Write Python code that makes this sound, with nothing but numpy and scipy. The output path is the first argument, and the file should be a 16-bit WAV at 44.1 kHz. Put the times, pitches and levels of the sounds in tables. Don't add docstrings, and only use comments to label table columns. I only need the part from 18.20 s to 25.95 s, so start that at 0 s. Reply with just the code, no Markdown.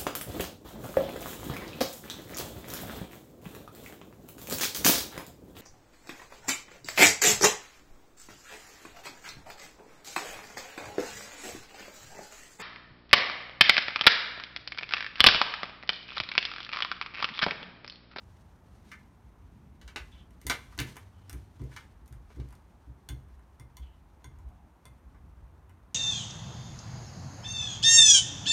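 import sys
import numpy as np
from scipy import signal
from scipy.fft import rfft, irfft
from scipy.io import wavfile
from scipy.ndimage import uniform_filter1d

SR = 44100
rng = np.random.default_rng(int(sys.argv[2]) if len(sys.argv) > 2 else 0)


def to_wav(s):
    ch = np.atleast_2d(s).T
    pcm = np.round(np.clip(ch, -1, 1) * 32767)
    wavfile.write(sys.argv[1], SR, pcm.astype(np.int16))


N = 341578
TIME = np.arange(SR // 3) / SR

# time in seconds, level in dB.
GRIT_LEVEL = [(0, -71.5), (1.1, -79.5), (3, -78.5), (5.5, -79.5), (7.75, -81.5)]
# loudest moment in seconds, level in dB.
HISS_SWELLS = [(.71, -63.5), (1.66, -83), (1.85, -66.5), (2.26, -71), (2.42, -76.5), (2.67, -55.5),
               (3.15, -67.5), (3.54, -63), (4.15, -71.5), (4.28, -75)]
# frequency in Hz, level in dB.
GRIT_COLOUR = [(600, -17), (1500, 1.5), (4000, -2), (9000, -9.5), (16000, -13)]
# centre in Hz, width in Hz.
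RUMBLE_PEAKS = [(58, 32.4), (92, 23), (170, 156)]
# time in seconds, level in dB.
DEEP_LEVEL = [(0, -55.5), (.45, -57.5), (1.2, -53), (1.8, -50.5), (2.5, -52.5), (3.3, -62), (3.85, -49.5),
              (4.3, -55.5), (4.7, -61), (5, -52), (5.45, -56.5), (5.65, -49), (5.9, -55.5), (6.25, -49.5),
              (6.65, -60), (6.9, -50.5), (7.3, -51.5), (7.75, -59.5)]
# time in seconds, level in dB.
HUM_LEVEL = [(0, -54), (.7, -68), (1.2, -60.5), (1.6, -79), (2.55, -54), (3.25, -52), (3.8, -66),
             (4.099, -60.5), (5.001, -72.5), (5.7, -80.5), (7.75, -54)]
# time in seconds, level in dB.
BROAD_LEVEL = [(0, -62), (1.6, -59.5), (2.6, -61.5), (4.25, -63), (4.6, -64), (7.75, -66)]
# frequency in Hz, relative density in dB per Hz.
OUTDOORS_COLOUR = [(88, -26.5), (150, -5), (356, -7), (488, -11.5), (916, -7.5), (4870, -36), (9150, -35.5),
                   (10500, -34.5), (12300, -34), (15300, -29.5), (16500, -40.5)]
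# start in seconds, peak in dB, seat modes share in dB, arm modes share in dB.
THUDS = [(0.513, -48.5, -2, -4), (1.189, -56, -19, -4), (1.64, -47, -33, -11), (1.79, -41, -18, -27),
         (2.251, -30, -1, 0), (2.447, -49, -8, -2), (2.586, -25, 9, 9.5), (3.132, -31, -4, -4),
         (3.403, -29, 3, -1), (3.528, -45.5, 6, -9), (3.909, -38, 6, -4.5), (4.174, -26.5, -0.5, -5.5),
         (4.676, -36, 2, -6.5), (4.898, -28.5, -2, -9), (5.398, -40.5, 5, -4), (5.597, -34.5, -12.5, -17),
         (6.05, -43.5, 5, 1), (6.225, -38, -14, -15.5), (6.662, -45, 0, -26), (6.852, -44, -13, -19)]
# frequency in Hz, level in dB, T60 in seconds.
FRAME_MODES = [(61, 7, 0.3), (64.4, 7, 0.17), (112.7, 1.5, 0.28), (132.6, -1.5, 0.41), (209, -4.5, 0.04),
               (257, -5.5, 0.15), (289.5, 1.5, 0.16), (351, -3.5, 0.16), (378.6, -6.5, 0.081),
               (446, -7.5, 0.045)]
# start in seconds, peak in dB, bass in dB, brightness in dB, ring share in dB.
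KNOCKS = [(0.692, -56, -20, 19, -14), (0.7164, -37, -29, -1, -0.5), (1.6145, -43.5, -5, 9, -6.5),
          (1.678, -38.5, -16, -1, -11.5), (1.7601, -24.5, -5, -1.5, -16), (2.2977, -13, -3, 9.5, -4.5),
          (2.589, -19.5, -25.5, -0.5, -12.5), (3.3948, -49, 6, 4, -2.5), (3.516, -51.5, -9, -14, 0),
          (3.5635, -32.5, -13.5, 1, -6.5), (4.103, -47, 5, -0.5, -8), (4.1999, -44, 5, 3.5, -10),
          (6.9466, -55, 2, -4, -1.5)]
# frequency in Hz, level in dB, T60 in seconds.
SLAT_MODES = [(700, -6, .012), (1100, -2, .014), (1300, -2, .012), (1560, 0, .016), (1760, -1, .02),
              (2100, -1, .012), (2350, -2, .01), (2900, -7, .007), (3600, -7, .006)]
# start in seconds, start pitch in Hz, end pitch in Hz, level in dB, hold in seconds.
CHIRPS = [(1.916, 3650, 2985, -64, 0.038), (1.972, 3550, 3190, -66, 0.039), (2.93, 3100, 3020, -82, 0.14),
          (5.615, 3260, 3250, -65.5, .02), (5.652, 2920, 2920, -71, 0.019), (5.679, 3120, 3050, -79, 0.067),
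          (6.249, 706, 772, -72.5, .17)]
# start in seconds, peak in dB, brightness in dB, ring share in dB.
TICKS = [(2.107, -54.5, -1, -12), (2.215, -43.5, -6, -20), (2.2674, -17, 4.5, -7.5),
         (2.5244, -46.5, -19, -16), (2.5778, -34, -4, -4), (2.6012, -20.5, -4, -17),
         (2.674, -45.5, -16, -9), (2.7575, -41.5, -11, -21), (2.7675, -29.5, -3.5, -6),
         (3.0959, -32.5, -2.5, -18), (3.129, -34, -1, -12.5), (3.4175, -47, -4, -7), (3.4391, -49, 3, -4),
         (3.8597, -53, 4, -14), (3.878, -48, 3, -9), (3.926, -42.5, -3.5, -14), (4.16, -53, -2, 2),
         (4.2877, -51.5, -3, -11), (4.307, -51, -7, -12), (4.326, -45.5, -8, -16), (4.352, -50, 6, -7),
         (4.8885, -29.5, 3, -1.5), (5.086, -57.5, -17, -7.5), (5.1936, -56, -14.5, -10),
         (5.3977, -42.5, 0, -1), (5.5692, -36.5, 3.5, -2), (6.0434, -39, 1, 6.5),
         (6.1878, -52.5, -2.5, -12), (6.2886, -57.5, 0.5, -11), (6.6543, -38.5, 0, -1),
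         (7.495, -48, -15.5, -11)]
# frequency in Hz, level in dB, T60 in seconds.
JOINT_MODES = [(1040, -3, .05), (1600, -10, .025), (2070, 1, .05), (3480, -1, .04), (4460, -5, .025),
               (5800, -5, .02), (6650, -5, .025), (8900, -4, .012)]
TILT_HZ = [650, 1700, 4000, 10000]
# frequency in Hz, level in dB.
PORT_RESPONSE = [(4000, -1), (5000, -1.5), (6100, 1.5), (7700, -2.5), (9200, 1.5), (10500, -5.5),
                 (12000, -1.5), (14000, -7.5), (16000, -12.5)]

SWELL_RISE_DB_S, SWELL_FALL_DB_S = 86.5, 87.5
OUTDOORS_DB = -64.5
ROLL_ON_S = 0.02562
SHUDDER_DB, SHUDDER_T60_S, SHUDDER_HZ = -7, 0.4, (68, 420)
LEAD = 256
KNOCK_SLIP_S, KNOCK_TREBLE_DB = 0.003, -16.5
PORCH_T60_S, PORCH_TREBLE_T60_S, PORCH_DB, PORCH_TREBLE_DB = 0.14, 0.12, -2, -6.5
YARD_T60_S, YARD_DB = 0.47, -16
CHIRP_ATTACK_S, CHIRP_RELEASE_S = 0.008, 0.012
CHIRP_WIDTH = 0.04
TICK_SLIP_S, TICK_BASS_DB, TICK_PRESENCE_DB, TICK_TREBLE_DB = 0.0021, 1, -1.5, 1.5
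BASS_CUT_HZ, TOP_HZ = 42, 16300
CEILING = 0.2


def undb(db):
    return 10 ** (np.asarray(db) / 20)


def band(x, lo_hz, hi_hz, order=2):
    return signal.sosfilt(signal.butter(order, [lo_hz, hi_hz], "bandpass", fs=SR, output="sos"), x)


def unit(x):
    return x / np.sqrt(np.mean(x ** 2))


def peak(x):
    return x / np.abs(x).max()


def fade(t60):
    return np.exp(-np.log(1000) * TIME / t60)


def walk(rate):
    hold = int(SR / rate)
    steps = np.repeat(rng.standard_normal(N // hold + 1), hold)
    return 1.3 * uniform_filter1d(uniform_filter1d(steps, hold), hold)[:N]


def tilt(x, hz, db):
    f = np.maximum(np.arange(x.shape[-1] // 2 + 1) * SR / x.shape[-1], 1)
    return irfft(rfft(x) * undb(np.interp(np.log(f), np.log(hz), db)), x.shape[-1])


def add(out, s, x):
    i = int(s * SR)
    out[i:i + len(x)] += x[:N - i]


def ring(modes, scatter_db, turn=0):
    hz, db, t60 = np.array(modes, float).T[:, :, None]
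    chance = rng.standard_normal((3, len(modes), 1))
    angle = 2 * np.pi * hz * (1 + 0.0058 * chance[1]) * TIME + turn * chance[2]
    return np.sum(undb(db + scatter_db * chance[0]) * fade(t60) * np.sin(angle), axis=0)


def clicks(events, slip_s, modes, snap, chatter_db, chatter_t60):
    out = np.zeros(N)
    for s, peak_db, bass_db, presence_db, treble_db, ring_db in events:
        envelope = np.exp(-TIME / slip_s) + undb(chatter_db) * fade(chatter_t60)
        slip = rng.standard_normal(len(TIME)) * envelope
        push = slip.copy()
        push[0] += snap
        wood = signal.fftconvolve(push, ring(modes, 1.))[:len(TIME)]
        both = unit(band(slip, 250, 18000, order=1)) + undb(ring_db) * unit(wood)
        coloured = tilt(np.roll(both, LEAD), TILT_HZ, [bass_db, 0, presence_db, treble_db])
        add(out, s - LEAD / SR, undb(peak_db) * peak(coloured))
    return out


def grit():
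    t = np.arange(N) / SR
    swells = np.zeros(N)
    for s, db in HISS_SWELLS:
        slope_db = np.minimum(SWELL_RISE_DB_S * (t - s), SWELL_FALL_DB_S * (s - t))
        swells += undb(db + slope_db)
    steady = undb(np.interp(t, *np.transpose(GRIT_LEVEL)))
    grains = rng.standard_normal(N) * undb(2. * walk(120) + 1.5 * walk(25))
    return unit(tilt(grains, *np.transpose(GRIT_COLOUR))) * np.hypot(swells, steady)


def rumble():
    t = np.arange(N) / SR
    out = np.zeros(N)
    for (hz, width), curve in zip(RUMBLE_PEAKS, (DEEP_LEVEL, HUM_LEVEL, BROAD_LEVEL)):
        drone = unit(band(rng.standard_normal(N), hz - width / 2, hz + width / 2))
        level_db = np.interp(t, *np.transpose(curve)) + 1.5 * walk(5)
        out += drone * undb(level_db)
    return out


def outdoors():
    wash = rfft(tilt(rng.standard_normal(N), *np.transpose(OUTDOORS_COLOUR)))
    f = np.arange(N // 2 + 1) * SR / N
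    out, swell = np.zeros(N), walk(0.17)
    for lo in 125 * 2. ** np.arange(8):
        sway_db = min(1000 / lo, 1) * (.6 * swell + .8 * walk(4))
        octave = irfft(wash * (f >= lo) * (f < 2 * lo), N)
        out += undb(sway_db) * octave
    return unit(out) * undb(OUTDOORS_DB)


def thuds():
    out = np.zeros(N)
    roll_on = 1 - np.exp(-(TIME / ROLL_ON_S) ** 2)
    for s, peak_db, seat_db, arm_db in THUDS:
        rough = unit(band(rng.standard_normal(len(TIME)), *SHUDDER_HZ, order=4))
        shudder = undb(SHUDDER_DB) * rough * fade(SHUDDER_T60_S)
        lowest = ring(FRAME_MODES[:2], 1., turn=2)
        seat = ring(FRAME_MODES[2:4], 1., turn=2)
        arms = ring(FRAME_MODES[4:], 2., turn=2) + shudder
        body = lowest + undb(seat_db) * seat + undb(arm_db) * arms
        add(out, s - ROLL_ON_S / 2, undb(peak_db) * peak(body * roll_on))
    return out


def knocks():
    rows = [(s, db, bass_db, bright, KNOCK_TREBLE_DB + bright, ring_db)
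            for s, db, bass_db, bright, ring_db in KNOCKS]
    return clicks(rows, KNOCK_SLIP_S, SLAT_MODES, snap=0., chatter_db=-7, chatter_t60=.12)


def porch(x):
    noise = rng.standard_normal(len(TIME))
    yard = undb(YARD_DB) * fade(YARD_T60_S)
    low = band(noise, 330, 3134) * (fade(PORCH_T60_S) + yard)
    high = undb(PORCH_TREBLE_DB) * band(noise, 1300, 16000) * (fade(PORCH_TREBLE_T60_S) + yard)
    echo = (low + high) * (1 - np.exp(-TIME / 0.0014))
    return undb(PORCH_DB) * signal.fftconvolve(x, echo / np.sqrt(np.sum(echo ** 2)))[:N]


def chirps():
    out = np.zeros(N)
    for s, start_hz, end_hz, db, hold in CHIRPS:
        lowpass = signal.butter(1, CHIRP_WIDTH * start_hz, fs=SR, output="sos")
        wobble = signal.sosfilt(lowpass, rng.standard_normal((2, len(TIME))))
        pitch = np.interp(TIME, [0, hold], [start_hz, end_hz])
        phase = 2 * np.pi * np.cumsum(pitch) / SR
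        tone = unit(wobble[0]) * np.cos(phase) + unit(wobble[1]) * np.sin(phase)
        attack = np.minimum(TIME / CHIRP_ATTACK_S, 1)
        release = np.exp(-np.maximum(TIME - hold, 0) / CHIRP_RELEASE_S)
        add(out, s, undb(db) * attack * release * tone)
    return out


def ticks():
    rows = [(s, db, TICK_BASS_DB, TICK_PRESENCE_DB + bright, TICK_TREBLE_DB + bright, ring_db)
            for s, db, bright, ring_db in TICKS]
    return clicks(rows, TICK_SLIP_S, JOINT_MODES, snap=14., chatter_db=-20, chatter_t60=.08)


def scene():
    echoing = ticks() + knocks() + chirps()
    return (echoing + porch(echoing) + grit() + thuds() + rumble() + outdoors())[None]


def record(dry):
    thin = signal.sosfilt(signal.butter(3, BASS_CUT_HZ, "highpass", fs=SR, output="sos"), dry)
    rounded = CEILING * np.tanh(thin / CEILING)
    ported = tilt(rounded, *np.transpose(PORT_RESPONSE))
    return signal.sosfilt(signal.ellip(10, .2, 70, TOP_HZ, fs=SR, output="sos"), ported)


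dry = scene()
out = record(dry)
to_wav(out)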